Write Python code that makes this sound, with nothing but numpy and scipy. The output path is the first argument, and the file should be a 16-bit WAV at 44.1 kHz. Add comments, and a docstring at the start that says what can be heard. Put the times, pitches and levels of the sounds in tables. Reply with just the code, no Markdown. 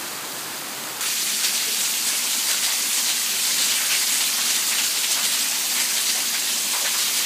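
"""Heavy rain, lawn then porch

Rain over a flooded lawn cuts abruptly to rain heard from inside the front porch, the same in both channels.
The lawn is a noise roar with fine random ticks and small rising bubble tones.
At the porch, a noise wash and a resonant hum lie behind roof water: spattering drops, bubbles and plops,
and splashes made of droplet swarms. A short noise-tail echo answers the roof water."""
import sys
import numpy as np
from scipy import signal
from scipy.fft import rfft, irfft, next_fast_len
from scipy.io import wavfile
from scipy.ndimage import uniform_filter1d, map_coordinates

SR = 44100
rng = np.random.default_rng(int(sys.argv[2]) if len(sys.argv) > 2 else 0)


def persist_wave(psi):
    """Save psi, clipped to +-1, as 16-bit WAV."""
    counts = np.round(np.clip(psi, -1, 1) * 32767).astype(np.int16)
    wavfile.write(sys.argv[1], SR, np.atleast_2d(counts).T)


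N = 319725

# The biggest gouts of roof water bursting on the paving. Each row: start in seconds,
# level of the swarm before its envelope in dB, pitch in Hz, pouring time in seconds.
BIG_SPLASHES = [(1.0, -32, 1300, .04), (1.055, -27, 5000, .03), (1.425, -32, 1900, .02),
                (1.433, -22, 4700, .025), (1.545, -27, 4000, 0.072), (1.665, -41, 430, 0.047),
                (1.8, -25, 7800, 0.037), (2.065, -24.5, 8500, .03), (2.125, -32.5, 1600, .02),
                (2.475, -23.5, 8000, .04), (2.482, -29, 1750, 0.031), (2.625, -24, 4400, .04),
                (2.67, -36, 950, .025), (2.925, -25, 6800, 0.07), (3.055, -24, 3500, .05),
                (3.443, -26, 3800, 0.013), (3.578, -23, 4600, 0.07), (3.68, -25, 3300, 0.045),
                (3.76, -32, 1700, 0.12), (3.895, -24.5, 2200, .06), (3.96, -26.5, 4600, .06),
                (4.12, -27, 9000, .04), (4.2, -24.5, 2900, 0.046), (4.372, -29, 1200, 0.018),
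                (4.45, -25.5, 7000, 0.056), (4.485, -29, 2100, .02), (4.543, -24.5, 6800, .02),
                (4.665, -24.5, 9000, 0.037), (4.715, -26, 1900, .025), (4.777, -24, 2700, .025),
                (4.83, -24, 6800, 0.033), (5.032, -24, 2800, .012), (5.098, -22, 5800, 0.044),
                (5.155, -32.5, 1220, 0.041), (5.226, -21, 3900, .025), (5.318, -26, 10000, 0.025),
                (5.752, -27.5, 2200, 0.058), (5.793, -23.5, 8500, 0.022), (5.965, -23, 3800, .015),
                (6.055, -25.5, 4600, 0.048), (6.15, -39, 750, .04), (6.335, -29, 1900, .018),
                (6.47, -26.5, 3400, .03), (6.73, -30, 1060, 0.035), (6.81, -37.5, 620, 0.04),
                (6.843, -25.5, 1800, .025), (6.935, -32, 1200, 0.015), (6.98, -27.5, 4800, 0.082),
                (7.155, -26, 4500, 0.036)]
# Tone of the far grass roar. Each row: frequency in Hz, relative level in dB.
GRASS_SPECTRUM = [(25, -34), (60, -34), (105, -7), (200, -1), (310, 2), (450, -1.5), (1200, 2), (2300, -3),
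                  (4000, -5.5), (9000, -15), (15000, -17)]
# Tone of the ticks on flooded lawn. Each row: frequency in Hz, relative level in dB.
PUDDLE_SPECTRUM = [(50, -60), (200, -30), (1200, -27), (3000, -4.5), (4750, 1.5), (5300, -4.5),
                   (6000, -0.5), (7800, 1), (10500, -3.5), (15000, -4)]
# Tone of the wash from street and garden. Each row: frequency in Hz, relative level in dB.
STREET_SPECTRUM = [(25, -44), (70, -21.5), (110, -10), (200, -6.5), (450, -2), (900, 3), (1500, -1),
                   (3000, -9), (8000, -4.5), (15000, -18)]
# Tone of roof water on wet paving. Each row: frequency in Hz, relative level in dB.
RUNOFF_SPECTRUM = [(50, -80), (300, -22.5), (1000, -12.5), (1900, -6), (2700, -2.5), (4000, -.5),
                   (4800, 0.5), (5300, -2), (6300, 0), (8100, -0.5), (9800, -4.5), (12500, -6.5),
                   (15000, -8.5)]
# How the paving colours every splash. 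Each row: frequency in Hz, relative level in dB.
PAVING_SPECTRUM = [(50, -70), (250, -22), (500, -8.5), (1200, -9.5), (2700, -5.5), (4700, -4), (5300, -7),
                   (6500, -5), (8100, -5.5), (10000, -10), (15000, -18)]
# Air resonances of the porch. Each row: centre in Hz, width in Hz, relative level in dB.
PORCH_MODES = [(94, 9, -19), (148.3, 6.1, -1.5), (196, 9.8, 1), (218.6, 13, 2), (241, 17.7, 3),
               (297, 30, -1.5), (385.5, 20.5, -1.5), (412, 14, -9.5), (499.5, 7.5, -3.5)]
# Roof water swells and eases. Each row: time in seconds, reference level in dB.
ROOF_FLOW = [(1.1, -23.5), (3.2, -22.5), (4.1, -21.5), (4.9, -23), (5.6, -22), (6.55, -23.5), (7.2, -21.5)]

MOVE_S = 1.008  # the lawn gives way to the porch here
TOP_HZ = 15300  # nothing is heard from here up
# lawn ticks: centre level and random drift
LAWN_DB, LAWN_DRIFT_DB = -32.5, 0.5
# wash beyond the porch: level halfway through, and steady gain as the rain gets heavier
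WASH_DB, WASH_GAIN_DB_PER_S = -40, 0.2
# lesser splashes: level at 1 kHz, tilt with pitch, scatter either way
LESSER_DB, LESSER_DB_PER_OCTAVE, LESSER_SCATTER_DB = -40.5, 4.5, 1.5
LESSER_LOW_HZ, LESSER_HIGH_HZ, LESSER_POUR_S = 750, 6500, 0.019
# time constants of a splash's build-up and of its dying away after the pour
ATTACK_S, RELEASE_S = 0.003, 0.033
# a splash's band widens by WIDENING octaves for each octave its pitch lies above CLEAR_HZ
CLEAR_HZ, WIDENING = 340, 0.44
# narrow core on a splash's own pitch, and mist over all pitches (per octave of band width)
CORE_DB, CORE_OCTAVES, MIST_DB = -3, 0.26, -14.5


def amp(db):
    """Decibels to gain."""
    return 10 ** (np.asarray(db) / 20)


def unit(x):
    """x at rms 1."""
    return x / np.sqrt(np.mean(x ** 2) + 1e-20)


def along(points, hz):
    """(Hz, value) points read on a log frequency axis."""
    f, v = np.transpose(points)
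    return np.interp(np.log(hz + 1), np.log(f + 1), v)


def wobble(rate):
    """A smooth random curve, rate knots a second."""
    knots = rng.standard_normal(int(N * rate / SR) + 4)
    return map_coordinates(knots, [np.arange(N) * rate / SR])


def filtered(x, response):
    """x times a response of frequency."""
    size = next_fast_len(len(x) + SR // 10)
    spectrum = rfft(x, size) * response(np.fft.rfftfreq(size, 1 / SR))
    return irfft(spectrum, size)[:len(x)]


def coloured(x, spectrum):
    """x shaped by (Hz, dB) points, at rms 1."""
    return unit(filtered(x, lambda hz: amp(along(spectrum, hz))))


def patter(size, rate, spread_db):
    """Drop impacts: single-sample clicks at random instants, rate a second, log-normal in strength."""
    lands = rng.random(size) < rate / SR
    strength = amp(spread_db * np.clip(rng.standard_normal(size), -2, 2))
    return unit(lands * strength * rng.choice([-1, 1], size))


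def patchy(x, depth_db, bin_count, frame_count):
    """Drops come in clumps: each region of pitch and time gets a gain of its own."""
    z = signal.stft(x, nperseg=256)[2]
    field = uniform_filter1d(rng.standard_normal(z.shape), bin_count, 0)
    field = uniform_filter1d(field, frame_count, 1)
    return signal.istft(z * amp(depth_db * unit(field)), nperseg=256)[1][:N]


def plinks(count, low_hz, high_hz, cycles, spread_db):
    """Drops in standing water: brief damped tones that rise at first as their bubbles near the surface."""
    when, pitch, strength = rng.random((count, 3)).T[:, :, None]
    n = np.arange(SR // 25)
    turns = low_hz * (high_hz / low_hz) ** pitch * n / SR
    age = turns / cycles  # in decay times
    phase = 2 * np.pi * turns * (1 + 0.021 * np.minimum(age, 2))
    ring = (1 - np.exp(-turns)) * np.exp(-age) * np.sin(phase)
    places = (when * N).astype(int) + n
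    tones = np.bincount(places.ravel(), (amp(spread_db * strength) * ring).ravel(), N)[:N]
    # clear out the rumble below the lowest bubble
    return unit(filtered(tones, lambda hz: hz ** 4 / (hz ** 4 + (low_hz / 2) ** 4)))


def lawn():
    """A soft noise roar from the wide grass, with fine ticks and bubbles from the flooded patch close by."""
    level_db = LAWN_DB + LAWN_DRIFT_DB * wobble(15.8)
    roar = amp(-34) * coloured(rng.standard_normal(N), GRASS_SPECTRUM)
    far_drops = patter(N, rate=18000, spread_db=0.5)
    near_drops = amp(-9) * patter(N, rate=130, spread_db=2)
    ticks = amp(level_db) * coloured(far_drops + near_drops, PUDDLE_SPECTRUM)
    bubbles = amp(level_db - 12) * plinks(count=3000, low_hz=1500, high_hz=7000, cycles=3.6, spread_db=10)
    return roar + ticks + bubbles


def distant_rain(level_db):
    """The wash from street and garden: noise with faintly uneven patches of pitch and time."""
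    noise = patchy(rng.standard_normal(N), depth_db=0.5, bin_count=3, frame_count=16)
    return amp(level_db) * coloured(noise, STREET_SPECTRUM)


def porch_hum():
    """The air of the porch rings: noise through a bank of resonances."""
    def modes(f):
        total = 0
        for k, (centre, width, db) in enumerate(PORCH_MODES):
            resonance = 1j * f * width / (centre ** 2 - f ** 2 + 1j * f * width)
            total = total + amp(db) * resonance * (-1) ** k  # neighbours in opposite polarity
        return total * f ** 2 / (f ** 2 + 80 ** 2)  # thin out the lows

    return amp(-47) * unit(filtered(rng.standard_normal(N), modes))


def porch_echo(x, t60, wet_db):
    """Stucco walls and roof give a short, dense answer: a fresh decaying noise tail each quarter second."""
    t = np.arange(SR // 4) / SR
    wet = np.zeros(N + SR)
    for start in range(0, N, len(t)):
        tail = rng.standard_normal(len(t)) * amp(-60 * t / t60)
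        answer = signal.fftconvolve(x[start:start + len(t)], tail / np.linalg.norm(tail))
        wet[start:start + len(answer)] += answer
    return x + amp(wet_db) * wet[:N]


def runoff(flow_db):
    """A ragged curtain of drops from the eaves spatters on wet paving; fat drops plop into the puddles."""
    drops = patchy(patter(N, rate=16000, spread_db=3.5), depth_db=1.23, bin_count=12, frame_count=10)
    spatter_db = flow_db - 0.5 + 0.41 * wobble(13)
    spatter = amp(spatter_db) * coloured(drops, RUNOFF_SPECTRUM)
    bubbles = amp(flow_db - 17) * plinks(count=2200, low_hz=1850, high_hz=6140, cycles=3.8, spread_db=27)
    fat_drops = plinks(count=520, low_hz=802, high_hz=3207, cycles=15.5, spread_db=7)
    plops = amp(flow_db - 19.5) * coloured(fat_drops, RUNOFF_SPECTRUM)
    return spatter + bubbles + plops


def lesser_splashes(count):
    """Small gouts, one at random in each equal slice of time, as rows like those of BIG_SPLASHES."""
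    when, height, strength = rng.random((count, 3)).T
    start_s = (np.arange(count) + when) / count * N / SR
    hz = LESSER_LOW_HZ * (LESSER_HIGH_HZ / LESSER_LOW_HZ) ** height
    db = LESSER_DB + LESSER_DB_PER_OCTAVE * np.log2(hz / 1000)
    db = db + LESSER_SCATTER_DB * (2 * strength - 1)
    return list(zip(start_s, db, hz, np.full(count, LESSER_POUR_S)))


def splashes(gouts):
    """Each gout is a swarm of droplets that holds, then fades; the higher its pitch, the wider its band."""
    out, t = np.zeros(N + SR), np.arange(SR // 4) / SR
    for start_s, db, pitch_hz, pour_s in gouts:
        build_up = 1 - np.exp(-t / ATTACK_S)
        dying_away = np.exp(-np.maximum(t - pour_s, 0) / RELEASE_S)
        octaves = WIDENING * max(np.log2(pitch_hz / CLEAR_HZ), 0.1)

        def colour(hz):
            distance = np.log2((hz + 1) / pitch_hz)  # octaves from the splash's pitch
            spray = np.exp(-0.5 * (distance / octaves) ** 2)
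            core = amp(CORE_DB) * np.exp(-0.5 * (distance / CORE_OCTAVES) ** 2)
            mist = amp(MIST_DB) * octaves
            return amp(along(PAVING_SPECTRUM, hz)) * (spray + core + mist)

        swarm = unit(filtered(patter(len(t), rate=4000, spread_db=2.5), colour))
        out[round(start_s * SR):][:len(t)] += amp(db) * swarm * build_up * dying_away
    return out[:N]


def scene():
    """The lawn, then the porch, the same in both channels."""
    t = np.arange(N) / SR
    flow_s, flow_level_db = np.transpose(ROOF_FLOW)
    flow_db = np.interp(t, flow_s, flow_level_db)
    wash_db = WASH_DB + WASH_GAIN_DB_PER_S * (t - N / 2 / SR)
    roof_water = runoff(flow_db) + splashes([*BIG_SPLASHES, *lesser_splashes(count=50)])
    background = distant_rain(wash_db) + porch_hum()
    porch = background + porch_echo(roof_water, t60=0.19, wet_db=-13)
    rain = np.where(np.arange(N) < MOVE_S * SR, lawn(), porch)
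    return np.array([rain, rain])


def record(dry):
    """A steep low-pass: the treble stops at TOP_HZ."""
    return np.array([filtered(channel, lambda hz: hz < TOP_HZ) for channel in dry])


dry = scene()
out = record(dry)
persist_wave(out)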